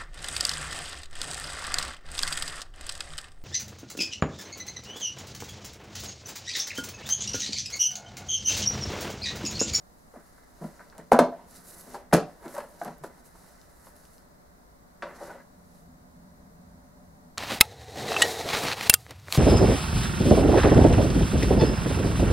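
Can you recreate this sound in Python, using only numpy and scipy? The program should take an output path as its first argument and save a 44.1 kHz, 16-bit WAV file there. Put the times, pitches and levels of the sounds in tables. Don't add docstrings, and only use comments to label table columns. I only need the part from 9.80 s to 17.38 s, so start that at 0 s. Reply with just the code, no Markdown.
import sys
import numpy as np
from scipy import signal
from scipy.fft import rfft, irfft, next_fast_len
from scipy.io import wavfile
from scipy.ndimage import uniform_filter1d

SR = 44100
rng = np.random.default_rng(int(sys.argv[2]) if len(sys.argv) > 2 else 0)


def boost_factor(decibels):
    exponent = np.asarray(decibels, float) / 20
    return 10 ** exponent


def store_pcm(level_fs):
    pcm = np.round(np.clip(level_fs, -1, 1) * 32767).astype(np.int16)
    wavfile.write(sys.argv[1], SR, np.atleast_2d(pcm).T)


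N = 334101

# pitch_hz, level_db, t60_s
BOX_SHUT = [(168, -12, 0.076), (267, 0, 0.087), (337, -8.5, 0.13), (433, -8.5, 0.13), (501.7, -8, 0.082),
            (600, -8, .15), (640, -5, 0.19), (684, -20, 0.15), (805.7, -13.5, .2), (911, -14.5, 0.23),
            (988, -4.5, 0.15), (1100, -27, 0.37), (1306, -17, .1), (1640, -19, 0.16)]
# pitch_hz, level_db, t60_s
LID = [(250, -10.5, 0.23), (392, -6, 0.045), (569.6, -1, 0.14), (700, -3.5, 0.071), (950, 0, 0.092),
       (1491, -13.5, 0.12)]


def evened(x):
    return x / np.sqrt(np.mean(x ** 2) + 1e-20)


def read(points, hz):
    f, value = np.transpose(points)
    return np.interp(np.log(hz + 1), np.log(f + 1), value)


def add(mix, start_s, sound, pan_db):
    part = mix[:, round(start_s * SR):][:, :sound.shape[-1]]
    sides = boost_factor(np.array([[.5], [-.5]]) * pan_db)
    part += (sides * sound)[:, :part.shape[1]]


def coloured(x, points):
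    size = next_fast_len(len(x))
    gain = boost_factor(read(points, np.fft.rfftfreq(size, 1 / SR)))
    return evened(irfft(rfft(x, size) * gain, size)[:len(x)])


def resonate(x, hz, width_hz):
    r = np.exp(-np.pi * width_hz / SR)
    pole = r * np.exp(2j * np.pi * hz / SR)
    return 2 * signal.lfilter([1 - r], [1, -pole], x).real


def modes(hz, level_db, t60_s, t, turns):
    decay = np.exp(-np.log(1000) * t / t60_s)
    return (boost_factor(level_db) * decay * np.sin(2 * np.pi * (hz * t + turns))).sum(0)


def pulse(hz, t, u):
    return np.sin(2 * np.pi * hz * t) * u ** 2 * np.exp(2 - 2 * u)


def knock(strong, peak_db, hz, crack_db, ring, t60_s, cycles, reach_db_per_octave, strong_db, crack_s):
    # pitch_hz, level_db
    weak_modes = [(120, -13.5), (200, -10.5), (400, -6.5), (700, -2.5), (1100, -1), (1600, 1), (2100, -9.5),
                  (2600, -24), (3500, -26.5)]
    # pitch_hz, level_db_per_hz
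    crack_spectrum = [(1500, -2.5), (2200, -2), (3300, -11), (4200, -6.5), (6000, -11.5), (10000, -11.5),
                      (13000, -18.5), (16000, -26)]
    t = np.arange(SR // 6) / SR
    u = t * max(hz, 260) / cycles
    blow = pulse(hz, t, u)

    crowd_hz = np.geomspace(130, 3500, num=56)[:, None] * rng.uniform(0.93, 1.03, (56, 1))
    crowd_db = read(weak_modes, crowd_hz) - reach_db_per_octave * abs(np.log2(crowd_hz / hz))
    crowd_t60_s = np.clip(t60_s, .02, .16) * (600 / crowd_hz) ** 0.19
    panels = modes(crowd_hz, crowd_db, crowd_t60_s, t, rng.random(crowd_hz.shape))
    mode_hz, mode_db, mode_t60_s = np.transpose(strong)[:, :, None]
    mode_db = mode_db + strong_db - reach_db_per_octave * abs(np.log2(mode_hz / hz))
    panels += modes(mode_hz, mode_db, np.clip(mode_t60_s, .02, .35), t, 0)
    panels *= 1 - np.exp(-u ** 2)

    ring = np.clip(ring - 0.02 * peak_db, 0, 1)
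    body = (1 - ring) * blow + ring * panels / abs(panels).max()
    crack = coloured(rng.standard_normal(len(t)), crack_spectrum)
    crack *= np.exp(-t / crack_s) * (1 - np.exp(-t * 6000))
    fade = np.sqrt(np.cos(3 * np.pi * t))
    return boost_factor(peak_db) * (body + boost_factor(crack_db) * crack) * fade


def blows(hits, strong, pan_db, **build):
    out = np.zeros((2, N))
    for start_s, *hit in hits:
        add(out, start_s, knock(strong, *hit, **build), pan_db)
    return out


def near_latch():
    # start_s, peak_db, pitch_hz, crack_db
    snaps = [(1.3162, -10, 428.6, -24), (1.3190, 5.5, 730, -29.5), (1.3262, -6.5, 544, -30.5),
             (1.3300, -3.5, 530, -21.5), (1.332, -9, 250, -40.5), (1.339, -14, 481.6, -23),
             (1.3460, -8.5, 814, -31), (1.3640, -11, 671, -33), (1.3892, 3, 558, -22.5),
             (1.3918, 0.5, 1010, -27), (1.3960, -13, 250, -38.5), (1.405, -15.5, 591, -34.5),
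             (1.4180, -13.5, 259.7, -43.5), (1.4320, -22.5, 649, -41), (1.447, -47, 640, -60),
             (1.484, -32, 495, -42), (1.5240, -33, 650, -53)]
    return blows(snaps, BOX_SHUT, .6, ring=0.21, t60_s=0.12, cycles=0.76,
                 reach_db_per_octave=5.1, strong_db=6.5, crack_s=0.0056)


def far_latch():
    # start_s, peak_db, pitch_hz, crack_db
    snaps = [(2.313, -43, 1100, -16), (2.326, -11, 640, -17.5), (2.33, 1.5, 754, -24),
             (2.3324, -4, 320, -17), (2.333, -19, 1450, -5), (2.337, -5.5, 257, -15),
             (2.3430, -8.5, 202, -22), (2.3463, -6, 331, -16), (2.354, -12.5, 298, -14.5),
             (2.3660, -12.5, 420, -15), (2.382, -16, 480, -31), (2.4020, -25.5, 620, -14),
             (2.429, -32, 500, -18)]
    # pitch_hz, level_db, t60_s
    box_opening = [(176, 12.5, 0.028), (288, -0.5, 0.057), (395.6, -3.5, 0.13), (440.4, 2, 0.12),
                   (470, -6.5, 0.078), (600, 2.5, 0.12), (697, -7.5, 0.12), (773, 0.5, 0.077),
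                   (956, -15.5, 0.13), (1310, -14, 0.16), (1476, -10, 0.081), (1778, -20, 0.091),
                   (2660, -14, 0.07), (3830, -32.5, 0.089)]
    return blows(snaps, box_opening, .6, ring=0.33, t60_s=0.043, cycles=0.52,
                 reach_db_per_octave=1.1, strong_db=3, crack_s=0.0037)


def finger_knocks():
    # start_s, peak_db, pitch_hz, crack_db
    landings = [(0.336, -38, 406, -30.5), (0.361, -37.5, 228, -34.5), (.357, -35, 640, -37),
                (0.579, -48, 1620, -30), (0.809, -26.5, 200, -32), (0.816, -30.5, 600, -33),
                (.841, -30.5, 618, -30), (0.839, -27.5, 180.7, -25), (.865, -44.5, 610, -30),
                (.993, -40.5, 1806, -22), (1.0, -42, 605, -29), (1.005, -38.5, 1850, -25),
                (1.127, -42, 1493, -21), (1.149, -45.5, 569, -13.5), (1.18, -36.5, 622, -14),
                (1.187, -33, 240.6, -25), (2.143, -22.5, 796, -22), (2.071, -42, 266, -30)]
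    return blows(landings, BOX_SHUT, .8, ring=0.058, t60_s=0.099, cycles=1.8,
                 reach_db_per_octave=9.9, strong_db=2.0, crack_s=0.0057)


def lid_bumps():
    # start_s, peak_db, pitch_hz, crack_db
    bumps = [(2.625, -35, 490, -29), (2.650, -32.5, 192, -45), (2.656, -29, 328, -25), (2.679, -49, 245, 0),
             (2.738, -36, 576, -26), (2.746, -32, 915, -28), (2.752, -38, 574, -16),
             (2.765, -25.5, 950, -20), (2.779, -20.5, 620, -23), (2.784, -22, 573, -27),
             (2.802, -27.5, 912, -17), (2.840, -35, 600, -29), (3.014, -17.5, 734, -31.5),
             (3.024, -27, 755, -33), (3.051, -26, 730, -24), (3.058, -37, 740, -18), (3.055, -33, 191, -40),
             (3.077, -26, 676, -23), (3.068, -30.5, 170, -40), (3.109, -42, 450, -22),
             (3.1, -34.5, 174, -45), (3.02, -32, 265, -39), (3.237, -27, 890, -18.5),
             (3.241, -27.5, 400, -28), (3.55, -43.5, 923, -27), (4.066, -46, 318, -14),
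             (4.067, -40, 900, -17.5)]
    return blows(bumps, LID, .8, ring=0.029, t60_s=0.086, cycles=1.53,
                 reach_db_per_octave=5.6, strong_db=0.5, crack_s=0.0088)


def lid_set_down():
    # start_s, peak_db, pitch_hz, crack_db
    landings = [
        (5.223, -24, 1120, -14.5),
        (5.230, -31.5, 560, -15),
        (5.410, -31, 560, -35),
        (5.422, -32, 550, -39),
        (5.495, -36, 810, -24),
        (5.503, -36.5, 850, -26),
        (5.55, -47, 560, -35),
    ]
    hidden = blows(landings, LID, .8, ring=0.25, t60_s=0.22, cycles=1.2,
                   reach_db_per_octave=7.6, strong_db=9.0, crack_s=0.015)
    return signal.lfilter(*signal.butter(2, 4800, fs=SR), boost_factor(1.5) * hidden)


def rim_ticks():
    # start_s, peak_db, pitch_hz, pan_db
    ticks = [(1.181, -33, 9000, 5), (1.3967, -36, 10020, -2), (2.334, -13.5, 9800, 0),
             (2.3408, -9.5, 8800, 1), (2.3387, -13, 3980, -13), (2.137, -36, 4560, -2),
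             (2.6305, -52, 10300, -2), (2.681, -34, 4150, -2.5), (2.75, -28, 10100, -3),
             (2.781, -31, 10500, -9), (2.805, -48, 4330, -1.5), (3.0355, -36, 10900, -8),
             (3.048, -27.5, 9400, -4), (3.1822, -49, 12100, -15), (3.453, -53.5, 11470, 0.5),
             (3.5444, -51, 10400, -1.5), (3.815, -43, 4510, 12), (4.165, -41.5, 12700, -3),
             (4.2527, -43, 4730, 9), (4.381, -37.5, 4770, 2), (5.3512, -50, 4210, -5)]
    out, t = np.zeros((2, N)), np.arange(400) / SR
    for start_s, peak_db, hz, pan_db in ticks:
        burst = evened(resonate(rng.standard_normal(len(t)), hz, 2500))
        add(out, start_s, boost_factor(peak_db - 5.5) * burst * np.exp(-t / 0.00088), pan_db)
    return out


def flexes():
    # start_s, peak_db, pitch_hz, cycles_to_peak
    first_flexes = [(.357, -42, 626, .8), (.818, -42, 615, 1.3), (.994, -44, 1700, 1.2),
                    (1.322, -6, 800, 1.9), (1.334, -20, 250, 2.8), (1.345, -16, 850, 2.2),
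                    (1.352, -22, 760, 3), (1.362, -12, 686, 2.1), (1.376, -22, 725, 3.8),
                    (1.393, -15, 1024, 3), (1.402, -18, 640, 3.3), (1.414, -16.5, 640, 3),
                    (1.42, -19.5, 250, 1.26), (1.436, -20.5, 636, 3.8), (1.447, -25, 663, 4),
                    (1.468, -34, 820, 5), (1.484, -27, 443, 1.2), (1.496, -35, 550, 1.8),
                    (1.521, -30, 680, 3), (1.533, -35, 675, 6.1), (1.562, -43, 674, 2.6),
                    (1.592, -43, 940, 3), (2.138, -44, 9500, 3), (2.146, -41, 4640, 2.2),
                    (2.327, -18.5, 1470, 2), (2.3465, -7.5, 380, 0.42), (2.346, -17, 760, 1.9),
                    (2.37, -21, 497, 2.7), (2.398, -34, 713, 6.5), (2.422, -33, 751, 6.3),
                    (2.47, -44, 734, 8.7), (2.74, -35, 572, 6.5), (2.781, -31, 1010, 4),
                    (2.803, -34, 1060, 1.7), (2.838, -39, 890, 1.8), (2.846, -38, 572, 3.1),
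                    (5.2226, -25.5, 1740, 1.6), (5.227, -33, 1010, 2.6), (5.238, -38, 1140, 2.5),
                    (5.25, -34.5, 559, 4.4), (5.268, -38, 1000, 3.2), (5.32, -44, 580, 5),
                    (5.348, -47, 580, 3), (5.426, -36, 557, 3.7), (5.45, -48, 1444, 15),
                    (5.478, -41, 540, 3.5), (5.502, -37, 800, 2.7), (5.498, -44, 1470, 14),
                    (5.55, -42, 550, 4.7), (5.568, -45.5, 555, 6.9)]
    # start_s, peak_db, pitch_hz, cycles_to_peak
    more_flexes = [(1.126, -41, 1500, .8), (1.1, -41.5, 4800, 1), (1.2, -46, 1850, 4),
                   (1.399, -16.5, 250, 2.8), (1.325, -18, 250, 2.6), (4.2527, -47, 4800, 1.5),
                   (5.95, -54, 4600, 1), (5.407, -37, 800, 1.4), (5.23, -37.5, 336, 1.6),
                   (5.415, -42, 350, 2.2), (3.2, -45, 142, 2.4), (2.66, -40, 260, 2),
                   (1.317, -20.5, 85, 0.54), (1.389, -32, 110, .8), (2.332, -14, 250, 0.89),
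                   (2.339, -14, 271, 1.9), (2.355, -23, 290, 2), (2.313, -45, 750, 2),
                   (2.313, -46, 1940, 3), (3.016, -33, 1600, 1.8), (3.036, -40, 1550, 3.7),
                   (3.058, -35, 750, 3), (3.066, -34, 710, 3.3), (3.09, -40, 800, 3.7),
                   (3.122, -46, 715, 3.5), (3.237, -30.5, 670, .8), (3.243, -33, 680, 1.5),
                   (3.27, -48, 730, 3.2)]
    out, t = np.zeros((2, N)), np.arange(SR // 10) / SR
    for start_s, peak_db, hz, cycles in first_flexes + more_flexes:
        u = t * hz / max(cycles, .2)
        add(out, start_s, boost_factor(peak_db) * pulse(hz, t, u), .8)
    return out


def strokes(rows):
    fastest_s, level_db, rise_s, fall_s, colour_db = np.transpose(rows)[:, :, None]
    t = np.arange(0, N, 64) / SR - fastest_s
    return boost_factor(level_db - 20 * np.maximum(-t / rise_s, t / fall_s)), colour_db


def overlap(gains):
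    total = np.sqrt((gains ** 2).sum(0))
    return np.interp(np.arange(N), np.linspace(0, N, num=gains.shape[1]), total)


def scrape():
    # fastest_s, level_db, rise_s, fall_s, rim_against_body_db
    drags = [(.365, -57.5, 0.063, 0.16, -2), (.6, -67, 0.36, 0.25, 2.5), (.84, -52.5, 0.17, 0.56, -9.5),
             (1.005, -65, 0.041, 0.13, 5), (1.2, -50.5, 0.087, 0.077, -7.5), (1.55, -47.5, 0.11, 0.26, -31),
             (1.72, -63, 0.026, 0.83, 0.5), (1.97, -54, 0.32, 0.19, -7.5), (2.17, -41.5, 0.19, 0.1, -13),
             (2.49, -53, 0.07, 0.24, -9), (2.65, -42, 0.064, 0.19, -12.5), (2.76, -50, 0.12, 0.2, -3),
             (2.9, -54.5, 0.16, 0.67, -20), (3.07, -49, 0.12, 0.11, -3), (1.6, -55, .15, 0.1, -10),
             (3.3, -60, 0.35, 0.71, -4.5), (3.66, -60, 0.3, 0.58, -3.5), (4.06, -63, 0.45, 1, -2.5),
             (5.274, -42.5, 0.034, 0.18, -4.5), (5.468, -47.5, 0.28, 0.16, -4.5),
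             (5.54, -44, 0.2, 0.079, -13), (5.61, -56.5, .2, 0.03, 0.5)]
    gains, rim_db = strokes(drags)
    slips = rng.random(N) < 2500 / SR
    slips = slips * boost_factor(2.0 * np.minimum(rng.exponential(1, N), 4)) * rng.choice([-1, 1], N)
    lid = evened(sum(boost_factor(level_db) * resonate(slips, hz, 60) for hz, level_db, _ in LID))
    body = coloured(slips, [(150, -18.5), (280, 3.5), (650, 2.5), (1000, -4.5), (1500, -31.5), (4000, -61.5)])
    body = evened(body + 0.77 * lid)
    rim = coloured(slips, [(800, -21.5), (1250, 3.5), (2000, 0.5), (2500, -19.5), (3500, -35.5), (5000, -47.5)])
    both = boost_factor(-2.5) * overlap(gains) * body + overlap(gains * boost_factor(rim_db)) * rim
    return boost_factor([[.2], [-.2]]) * both


def rustle():
    # fastest_s, level_db, rise_s, fall_s, brightness_db
    rubs = [(.55, -64.5, 1.5, 0.56, 0.5), (.842, -56.5, .06, 0.12, 2), (.86, -60.5, .35, 0.77, -1.5),
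            (1.185, -65, 0.014, 0.072, -5), (1.71, -57, .04, .1, 2), (1.765, -49.5, 0.11, 0.11, 0.5),
            (1.89, -49, 0.11, 0.17, 3.5), (1.94, -51, .1, .1, 3), (2.01, -49, 0.14, .07, 4),
            (2.09, -58, .08, .1, 4), (2.146, -48.5, 0.13, 0.063, -1), (2.5, -64, 0.13, .4, -1),
            (2.64, -59.5, 0.059, 0.14, 3.5), (2.75, -49, 0.13, .13, 2.5), (2.91, -63.5, 0.14, 0.26, 4.5),
            (3.04, -55.5, 0.19, 0.2, -2), (3.24, -50, 0.011, 0.071, 0.5), (3.4, -63, 0.2, .04, 0.5),
            (3.46, -58, .03, 0.11, 3), (3.56, -58.5, 0.039, 0.73, 1), (3.78, -63, 0.67, .3, -2),
            (4.07, -57, 0.21, 0.13, 3), (4.165, -61, 0.037, 0.44, 0), (4.36, -63, 0.46, 0.098, 2),
            (5.36, -61.5, 0.046, .2, -4), (5.44, -52.5, 0.16, 0.2, -1.5), (5.984, -64, 0.37, 0.13, 0.5)]
    # hz, level_db_per_hz
    cloth = [(1760, -17), (3000, -11), (3240, -18), (3910, -5), (6170, -4.5), (9330, -5.5), (10700, -2.5),
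             (15100, -14.5), (16000, -18)]
    gains, bright_db = strokes(rubs)
    pulsing = boost_factor(1.4 * evened(uniform_filter1d(rng.standard_normal(N), 900)))
    snaps = rng.random(N) < 220 / SR
    snaps = snaps * boost_factor(3.2 * np.minimum(rng.exponential(1, N), 3.5))
    grain = pulsing * (1 + .3 * signal.lfilter([1], [1, -.97], snaps))
    a, b = (coloured(rng.standard_normal(N) * grain, cloth) for _ in range(2))
    pair = evened(np.array([a, 0.77 * a + 0.71 * b]))
    dull = signal.filtfilt(*signal.butter(3, 7500, fs=SR), pair)
    bright = pair - dull
    pair = dull * overlap(gains / boost_factor(bright_db)) + bright * overlap(gains * boost_factor(bright_db))
    pan_db = -1.5
    return boost_factor(np.array([[.5], [-.5]]) * pan_db - 2.0) * pair


def rumble():
    # time_s, swell_db
    swell = [
        (0, -1),
        (0.695, -6),
        (1.7, 5),
        (2.8, -1),
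        (4.3, 0.5),
        (5.201, 2),
        (5.6, 7.5),
        (6.8, 13),
        (7.58, 9.5),
    ]
    # rest_db, share_of_swell
    layers = [
        (-78, 1.5),
        (-63.5, 0.92),
        (-66.5, 0.33),
    ]
    # pitch_hz, width_hz, level_db
    deep = [(60, 8, -4), (83.5, 17, -0.5)]
    low = [(174, 46, 1), (250, 18, -2.5)]
    high = [(459.6, 31, -8), (591, 39, -1), (708, 100, -3), (960.5, 140, -9)]
    swell_db = np.interp(np.arange(N) / SR, *np.transpose(swell))
    out = np.zeros(N)
    for (rest_db, share), peaks in zip(layers, (deep, low, high)):
        noise = rng.standard_normal(N)
        part = sum(boost_factor(level_db) * evened(resonate(resonate(noise, hz, width_hz), hz, width_hz))
                   for hz, width_hz, level_db in peaks)
        out += boost_factor(rest_db - 2.5 + share * swell_db) * evened(part)
    return out


def floor():
    # hz, left_right_likeness
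    likeness = [(25, .8), (60, 0.51), (180, 0.41), (550, -0.37), (1650, -0.46), (4970, -0.14),
                (15000, -0.27)]
    # hz, level_db_per_hz
    tone = [(12, -14), (30, -5), (62, -5.5), (90, -17), (200, -12), (320, -17), (600, -16.5), (1000, -18),
            (2000, -26.5), (2500, -38), (3300, -40), (3900, -33.5), (7000, -34.5), (16000, -36.5)]
    frames, hz = N // 512 + 5, np.fft.rfftfreq(2048, 1 / SR)
    a, b, c, d = rng.standard_normal((frames, 1025, 4)).T
    same = np.clip(read(likeness, hz), -1, 1)[:, None]
    left = a + 1j * b
    right = same * left + np.sqrt(1 - same ** 2) * (c + 1j * d)
    z = np.array([left, right]) * boost_factor(read(tone, hz)[:, None])
    hiss = signal.istft(z, nperseg=2048, noverlap=1536)[1][:, :N]
    return boost_factor(-54 - 2) * evened(hiss)


def bench(near):
    # pitch_hz, width_hz, level_db
    room_modes = [(166, 8.1, 1), (245, 23.2, -4.5), (590, 14, -7), (702, 12, -11)]
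    panels = signal.sosfilt(signal.butter(6, 150, "high", fs=SR, output="sos"), near)
    thud = signal.sosfilt(signal.butter(2, 95, "low", fs=SR, output="sos"), near)
    ringing = sum(boost_factor(level_db) * resonate(panels, hz, width_hz) for hz, width_hz, level_db in room_modes)
    return panels + boost_factor(-5.0) * thud + ringing


def ports(x):
    # hz, level_db
    side_level = [(2000, -45.5), (4400, -22), (8000, -11), (11000, -6), (14000, 0), (16000, -1.5)]
    # hz, phase_rad
    side_turn = [(4000, 3.0), (8000, 2.8), (12000, 1.9), (16000, 1.6)]
    # hz, level_db
    sum_level = [(9000, -1.85), (12000, 0), (13500, -5.5), (16000, -5.5)]
    size = next_fast_len(N)
    hz, z = np.fft.rfftfreq(size, 1 / SR), rfft(x, size)
    side = z.mean(0) * boost_factor(read(side_level, hz)) * np.exp(1j * read(side_turn, hz))
    return irfft(z * boost_factor(read(sum_level, hz)) + [side, -side], size)[:, :N]


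def shop(x):
    # hz, t60_s
    decay = [(100, 0.42), (300, 0.22), (800, 0.35), (1500, 0.2), (2600, 0.24), (5000, 0.25), (12000, 0.14)]
    # hz, level_db
    wet = [(100, -9.5), (300, -10.5), (1000, -11.5), (3000, -5), (8000, -9.5), (14000, -11.5)]
    # hz, share
    differing = [(110, .35), (250, .16), (1000, .22), (4000, .4), (12000, 1.2)]
    taps = np.zeros((2, SR // 2))
    at = np.arange(120, SR // 2 - 20, 20) + rng.integers(0, 20, (2, (SR // 2 - 121) // 20))
    np.put_along_axis(taps, at, rng.choice([-1., 1.], at.shape), 1)
    hz, t, z = signal.stft(taps, SR, nperseg=256)
    t60_s = read(decay, hz)[:, None]
    z = z * boost_factor(read(wet, hz)[:, None] - 60 * t / t60_s) / np.sqrt(160 * t60_s)
    apart = read(differing, hz)[:, None] * z[1]
    tail = signal.istft(np.array([z[0] + apart, z[0] - apart]), SR, nperseg=256)[1]
    return signal.fftconvolve(x.mean(0)[None], tail, axes=1)[:, :N]


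def scene():
    latches = near_latch() + far_latch()
    handling = finger_knocks() + lid_bumps() + lid_set_down() + rim_ticks()
    near = bench(latches + handling + scrape() + flexes())
    return ports(near) + shop(near) + rustle() + rumble() + floor()


def roll_off(x):
    return signal.sosfilt(signal.butter(12, 16490, fs=SR, output="sos"), x)


def record(dry):
    soft = 1.1 * np.tanh(dry / 1.1)
    edge = signal.firwin(255, 15850, window=("kaiser", 8), fs=SR)
    return roll_off(signal.oaconvolve(soft, edge[None], "same"))


dry = scene()
out = record(dry)
store_pcm(out)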